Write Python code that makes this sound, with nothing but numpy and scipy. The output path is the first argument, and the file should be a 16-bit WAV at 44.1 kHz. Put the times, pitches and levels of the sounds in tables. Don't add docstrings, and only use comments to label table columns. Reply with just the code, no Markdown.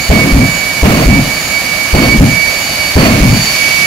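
import sys
import numpy as np
from scipy import signal
from scipy.fft import rfft, irfft, next_fast_len
from scipy.io import wavfile

SR = 44100
rng = np.random.default_rng(int(sys.argv[2]) if len(sys.argv) > 2 else 0)


def transcribe(u):
    v = np.clip(np.atleast_2d(u).T, -1, 1)
    q = np.round(v * 32767).astype(np.int16)
    wavfile.write(sys.argv[1], SR, q)


N = 170226

# (lights [s], goes out [s], roar offset [dB], tearing offset [dB], blade-tone sag [Hz],
# sag length [s], after-rumble offset [dB], after-rumble length [s], lighting boom pitch [Hz], closing boom [dB])
BURNS = [(0.092, .323, -2, -1, 23.9, .23, 2, 0.098, 41.5, 6),
         (0.823, 1.057, -1, 1.5, 24.25, .27, 1.5, 0.13, 41, 5),
         (1.93, 2.176, 0, -0.5, 26.95, .22, 3, 0.069, 50, 4),
         (2.955, 3.203, 0, 2.5, 30.46, .35, 1, 0.14, 59, 3.5)]

# (frequency [Hz], relative level [dB per Hz])
RUMBLE_COLOUR = [(20, -16), (50, -6), (75, -3), (110, 1), (160, 2), (210, 3.5), (280, 0), (340, -5),
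                 (450, -16.5), (700, -16), (1500, -31), (5000, -76)]
TEARING_COLOUR = [(100, -2), (300, -4), (650, 2), (850, -10.5), (1120, -5), (1500, -9.5), (2400, -5),
                  (3500, -17.5), (7000, -25.5), (15000, -27.5)]
CRACK_COLOUR = [(60, 1), (250, -2), (600, -3), (1000, -12), (1500, -23), (4000, -31), (10000, -37)]
AFTER_COLOUR = [(20, -16), (50, 2), (75, -10), (110, 5.5), (160, 3), (210, 1), (280, 1), (340, -13.5),
                (480, -19.5), (800, -19), (1500, -28.5), (5000, -65)]
# (frequency [Hz], left minus right [dB])
FLAME_BALANCE = [(60, 3), (200, 0), (380, -2.5), (700, -7), (1050, -5.5), (2400, -9), (8000, -8.5)]
# (frequency [Hz], correlation [0 to 1])
FLAME_LIKENESS = [(100, 0.98), (250, 0.94), (450, 0.79), (700, 0.83), (1400, 0.57), (4000, 0.067)]

# (time [s], level [dB])
BLADE_LEVEL = [(0.0, -20.5), (0.11, -30), (0.13, -18), (0.22, -12.5), (0.26, -26.5), (0.3, -16.5),
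               (0.35, -37), (0.39, -20), (0.82, -20.5), (0.84, -28), (0.95, -26), (1.01, -40), (1.14, -13),
               (1.26, -31), (1.31, -17.5), (1.47, -30), (1.55, -18), (1.78, -20), (1.96, -25.5),
               (1.99, -17), (2.05, -22.5), (2.13, -8.5), (2.21, -29), (2.35, -15.5), (2.43, -13.5),
               (2.74, -28), (2.82, -17.5), (2.95, -25), (2.97, -38), (3.17, -21.5), (3.36, -24.5),
               (3.45, -41), (3.48, -24.5), (3.65, -15.5), (3.82, -16), (3.86, -16)]
OCTAVE_LEVEL = [(0.0, -27), (0.98, -35.5), (1.03, -25), (1.1, -39), (1.38, -27.5), (1.48, -32), (1.55, -25),
                (1.76, -33.5), (2.1, -22.5), (2.22, -51), (2.26, -34), (2.49, -22.5), (2.53, -25),
                (2.92, -18), (2.97, -28), (3.0, -19), (3.24, -40.5), (3.43, -14.5), (3.62, -28),
                (3.86, -26)]
THIRD_LEVEL = [(0.0, -29), (0.32, -41), (0.59, -27), (0.65, -40), (1.26, -35), (1.27, -37), (1.5, -26),
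               (1.55, -37), (2.17, -46), (2.2, -36), (2.31, -30), (2.42, -42), (2.49, -36), (2.68, -29.5),
               (2.71, -47), (3.27, -38), (3.39, -24), (3.86, -44)]
# (left [dB], right [dB], left flutter [share], right flutter [share])
HARMONIC_PORTS = [(-5.5, 7.5, 0.45, 0.3), (2, 2.5, 0.15, 0.88), (0, 4, 0.93, 0.86)]
SHAFT_ORDERS = [22, 27, 51, 84, 97]
# (left [dB], right [dB])
SHAFT_LEVELS = [(-52, -40), (-43, -31), (-53, -40), (-43, -45), (-57, -44)]

# (frequency [Hz], relative level [dB per Hz])
ROAR_COLOUR = [(20, -17), (45, -2.5), (90, -0.5), (150, 2.5), (280, -1.5), (430, -7.5), (640, 1),
               (930, -6.5), (1200, -4), (1480, -7.5), (1760, -1), (1980, -6), (2280, 2), (2600, -7),
               (2880, -4.5), (3300, -10.5), (4000, -5.5), (4650, -4), (5700, -10.5), (6900, -7),
               (7700, -13.5), (10000, -15), (10700, -13), (13200, -15.5), (13900, -19.5), (15700, -19.5)]
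# (frequency [Hz], left minus right [dB])
ROAR_BALANCE = [(60, 3.5), (200, -0.5), (400, -2), (700, -4.5), (1300, -6.5), (1800, -8.5), (2400, -10),
                (3300, 0.5), (5500, -5), (6700, -2), (7500, -5), (9000, 7.5), (10800, -12), (15000, -9.5)]
# (frequency [Hz], correlation [0 to 1])
ENGINE_LIKENESS = [(60, 1), (290, 0.86), (640, 0.7), (1400, 0.3), (3100, 0.13), (7000, 0.017)]
# (frequency [Hz], relative level [dB per Hz])
HISS_COLOUR = [(300, -17), (1200, -10), (2400, 5), (3400, -5.5), (4800, -1.5), (6500, -3.5), (8000, -12.5),
               (11000, -8), (15500, -19)]
# (time [s], level [dB])
HISS_LEVEL = [(0, -33), (2.4, -23), (3.15, -21.5), (3.4, -18), (3.56, -15), (3.86, -16)]
# (frequency [Hz], left minus right [dB])
HISS_BALANCE = [(1500, 2.5), (2400, -0.5), (3500, -11), (4600, 4), (6000, -7.5), (8500, 2), (11000, -6.5)]

LIGHT_BOOM_DB, LIGHT_RISE_HZ_PER_S, LIGHT_ATTACK_S, LIGHT_DECAY_S = 4.5, 1340, 0.012, 0.017
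OUT_BOOM_HZ, OUT_RISE_HZ_PER_S, OUT_ATTACK_S, OUT_DECAY_S = 35.5, 656, 0.029, 0.017
BOOM_SIDES_DB = (-1, -3)
BOOM_ROUGH = 0.19
RUMBLE_DB, RUMBLE_RISE_S, RUMBLE_FADE_DB_PER_S, RUMBLE_FALL_DB_PER_S = -5.5, 0.013, 18, 300
TEARING_DB, TEARING_RISE_S, TEARING_HOLD_S, TEARING_FALL_DB_PER_S = -11.5, 0.035, 0.11, 55
CRACK_DB, CRACK_DELAY_S, CRACK_DECAY_S = -3.5, 0.009, 0.028
AFTER_DB, AFTER_DELAY_S, AFTER_RISE_S, AFTER_FALL_DB_PER_S = -6, 0.018, 0.012, 155
FLAME_LEAD_S = 0.00022
BLADES = 21
WHINE_HZ = 2267.2
OVERSHOOT_HZ, OVERSHOOT_S, SETTLE_S = 11, 0.092, 0.13
LEFT_FOLLOWS = 0.62
BUZZ_DB = (-49, -46)
RASP_MIDDLE_S, RASP_LENGTH_S, RASP_DB, RASP_WIDTH_HZ = 3.52, 0.3, -20, 140
ROAR_DB = -16.5
CEILING, KNEE = 0.93, 4.5
EDGE_HZ = 15750

T = np.arange(N) / SR
PADDED = next_fast_len(N)
HZ = np.fft.rfftfreq(PADDED, 1 / SR)


def amp(db):
    return 10 ** (np.asarray(db) / 20)


def evened(x):
    return x / np.sqrt(np.mean(abs(x) ** 2) + 1e-20)


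def over_hz(points):
    f, value = np.transpose(points)
    return np.interp(np.log(HZ + 1), np.log(f + 1), value)


def over_time(points):
    return np.interp(T, *np.transpose(points))


def wander(rate_hz):
    spectrum = rfft(rng.standard_normal(PADDED))
    slowed = spectrum / (1 + (HZ / rate_hz) ** 2) * (HZ > 0)
    return evened(irfft(slowed, PADDED)[:N])


def turbulence(colour, balance, likeness, lead_s=0):
    left, other = rfft(rng.standard_normal((2, PADDED)))
    same = np.clip(over_hz(likeness), -1, 1)
    tilt = amp(over_hz(balance) / 2)
    right = same * left + np.sqrt(1 - same ** 2) * other
    right = right * np.exp(-2j * np.pi * HZ * lead_s)
    ports = np.array([left * tilt, right / tilt]) * amp(over_hz(colour))
    return evened(irfft(ports, PADDED)[:, :N])


def flutter(share, rate_hz):
    scattered = evened(wander(rate_hz) + 1j * wander(rate_hz))
    return (1 + share * scattered) / np.sqrt(1 + share ** 2)


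def boom(start, db, hz, rise_hz_per_s, attack_s, decay_s):
    t = np.maximum(T - start, 0)
    swell = np.sqrt(np.minimum(t / attack_s, 1)) * np.exp(-np.maximum(t - attack_s, 0) / decay_s)
    return amp(db) * swell * np.sin(2 * np.pi * (hz * t + rise_hz_per_s * t ** 2 / 2))


def afterburner_booms():
    pressure = np.zeros(N)
    for on, off, *_, light_hz, out_db in BURNS:
        pressure += boom(on, LIGHT_BOOM_DB, light_hz, LIGHT_RISE_HZ_PER_S, LIGHT_ATTACK_S, LIGHT_DECAY_S)
        pressure -= boom(off, out_db, OUT_BOOM_HZ, OUT_RISE_HZ_PER_S, OUT_ATTACK_S, OUT_DECAY_S)
    return amp(BOOM_SIDES_DB)[:, None] * pressure * (1 + BOOM_ROUGH * wander(140))


def flame(lumpy_db=2.0):
    rumble, tearing, crack, after = np.zeros((4, N))
    for on, off, roar_db, tear_db, _, _, after_db, after_s, *_ in BURNS:
        age, since = np.maximum(T - on, 0), np.maximum(T - off, 0)

        rumble_db = RUMBLE_DB + roar_db - RUMBLE_FADE_DB_PER_S * age - RUMBLE_FALL_DB_PER_S * since
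        rumble += np.clip(age / RUMBLE_RISE_S, 0, 1) * amp(rumble_db)

        past_hold = np.maximum(age - TEARING_HOLD_S, 0)
        tearing_db = TEARING_DB + tear_db - TEARING_FALL_DB_PER_S * past_hold
        tearing += np.clip(age / TEARING_RISE_S, 0, 1) * amp(tearing_db)

        crack_fade = np.exp(-abs(age - CRACK_DELAY_S) / CRACK_DECAY_S)
        crack += amp(CRACK_DB + roar_db) * (age > CRACK_DELAY_S) * crack_fade

        roll_db = AFTER_DB + after_db - AFTER_FALL_DB_PER_S * np.maximum(since - after_s, 0)
        after += np.clip((since - AFTER_DELAY_S) / AFTER_RISE_S, 0, 1) * amp(roll_db)

    tearing = tearing * amp(lumpy_db * wander(72))
    layers = [(rumble, RUMBLE_COLOUR), (tearing, TEARING_COLOUR), (crack, CRACK_COLOUR), (after, AFTER_COLOUR)]
    return sum(level * turbulence(colour, FLAME_BALANCE, FLAME_LIKENESS, FLAME_LEAD_S)
               for level, colour in layers)


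def blade_cycles(jitter_hz=2.1):
    hz = WHINE_HZ + jitter_hz * wander(9.1)
    for on, _, _, _, sag_hz, length, *_ in BURNS:
        hz = hz - sag_hz * np.sin(np.pi * np.clip((T - on) / length, 0, 1))
        hz = hz + OVERSHOOT_HZ * np.exp(-((T - on - length - OVERSHOOT_S) / SETTLE_S) ** 2)
    return np.cumsum(hz) / SR


def blade_tones(turn):
    out = np.zeros((2, N))
    tables = (BLADE_LEVEL, OCTAVE_LEVEL, THIRD_LEVEL)
    for harmonic, (points, row) in enumerate(zip(tables, HARMONIC_PORTS), 1):
        level = over_time(points)
        tone = np.exp(harmonic * turn)
        left_level = level.mean() + LEFT_FOLLOWS * (level - level.mean())
        for port, port_level in enumerate((left_level, level)):
            gain = amp(port_level + row[port])
            out[port] += (gain * tone * flutter(row[port + 2], rate_hz=21)).real
    return np.sqrt(2) * out


def shaft_tones(turn):
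    out = np.zeros((2, N))
    for order, sides_db in zip(SHAFT_ORDERS, SHAFT_LEVELS):
        tone = np.exp(turn * order / BLADES) * flutter(share=1.0, rate_hz=10)
        out += amp(sides_db)[:, None] * tone.real
    return np.sqrt(2) * out


def shaft_buzz(turn):
    cycle = np.zeros((2, 2049), complex)
    cycle[:, BLADES:3 * BLADES] = rng.standard_normal((2, 2 * BLADES, 2)) @ [1, 1j]
    place = (turn.imag / (2 * np.pi * BLADES)) % 1
    sides = [amp(db) * evened(np.interp(place, np.linspace(0, 1, len(wave)), wave))
             for db, wave in zip(BUZZ_DB, irfft(cycle))]
    return np.array(sides) * np.sqrt(2 * BLADES)


def intake_rasp(turn):
    swell = amp(RASP_DB) * np.exp(-((T - RASP_MIDDLE_S) / RASP_LENGTH_S) ** 2)
    rasp = swell * np.exp(2 * turn) * flutter(share=3.2, rate_hz=RASP_WIDTH_HZ)
    return np.sqrt(2) * np.array([np.zeros(N), rasp.real])


def whine():
    turn = 2j * np.pi * blade_cycles()
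    return blade_tones(turn) + shaft_tones(turn) + shaft_buzz(turn) + intake_rasp(turn)


def turbine(flicker_db=0.45):
    roar = amp(ROAR_DB) * turbulence(ROAR_COLOUR, ROAR_BALANCE, ENGINE_LIKENESS)
    hiss = amp(over_time(HISS_LEVEL)) * turbulence(HISS_COLOUR, HISS_BALANCE, ENGINE_LIKENESS)
    return (roar + hiss) * amp(flicker_db * wander(84))


def scene():
    return afterburner_booms() + flame() + whine() + turbine()


def record(dry):
    squashed = dry / (1 + abs(dry / CEILING) ** KNEE) ** (1 / KNEE)
    low_pass = signal.firwin(511, EDGE_HZ, window=("kaiser", 9), fs=SR)
    return signal.oaconvolve(squashed, low_pass[None], "same")


dry = scene()
out = record(dry)
transcribe(out)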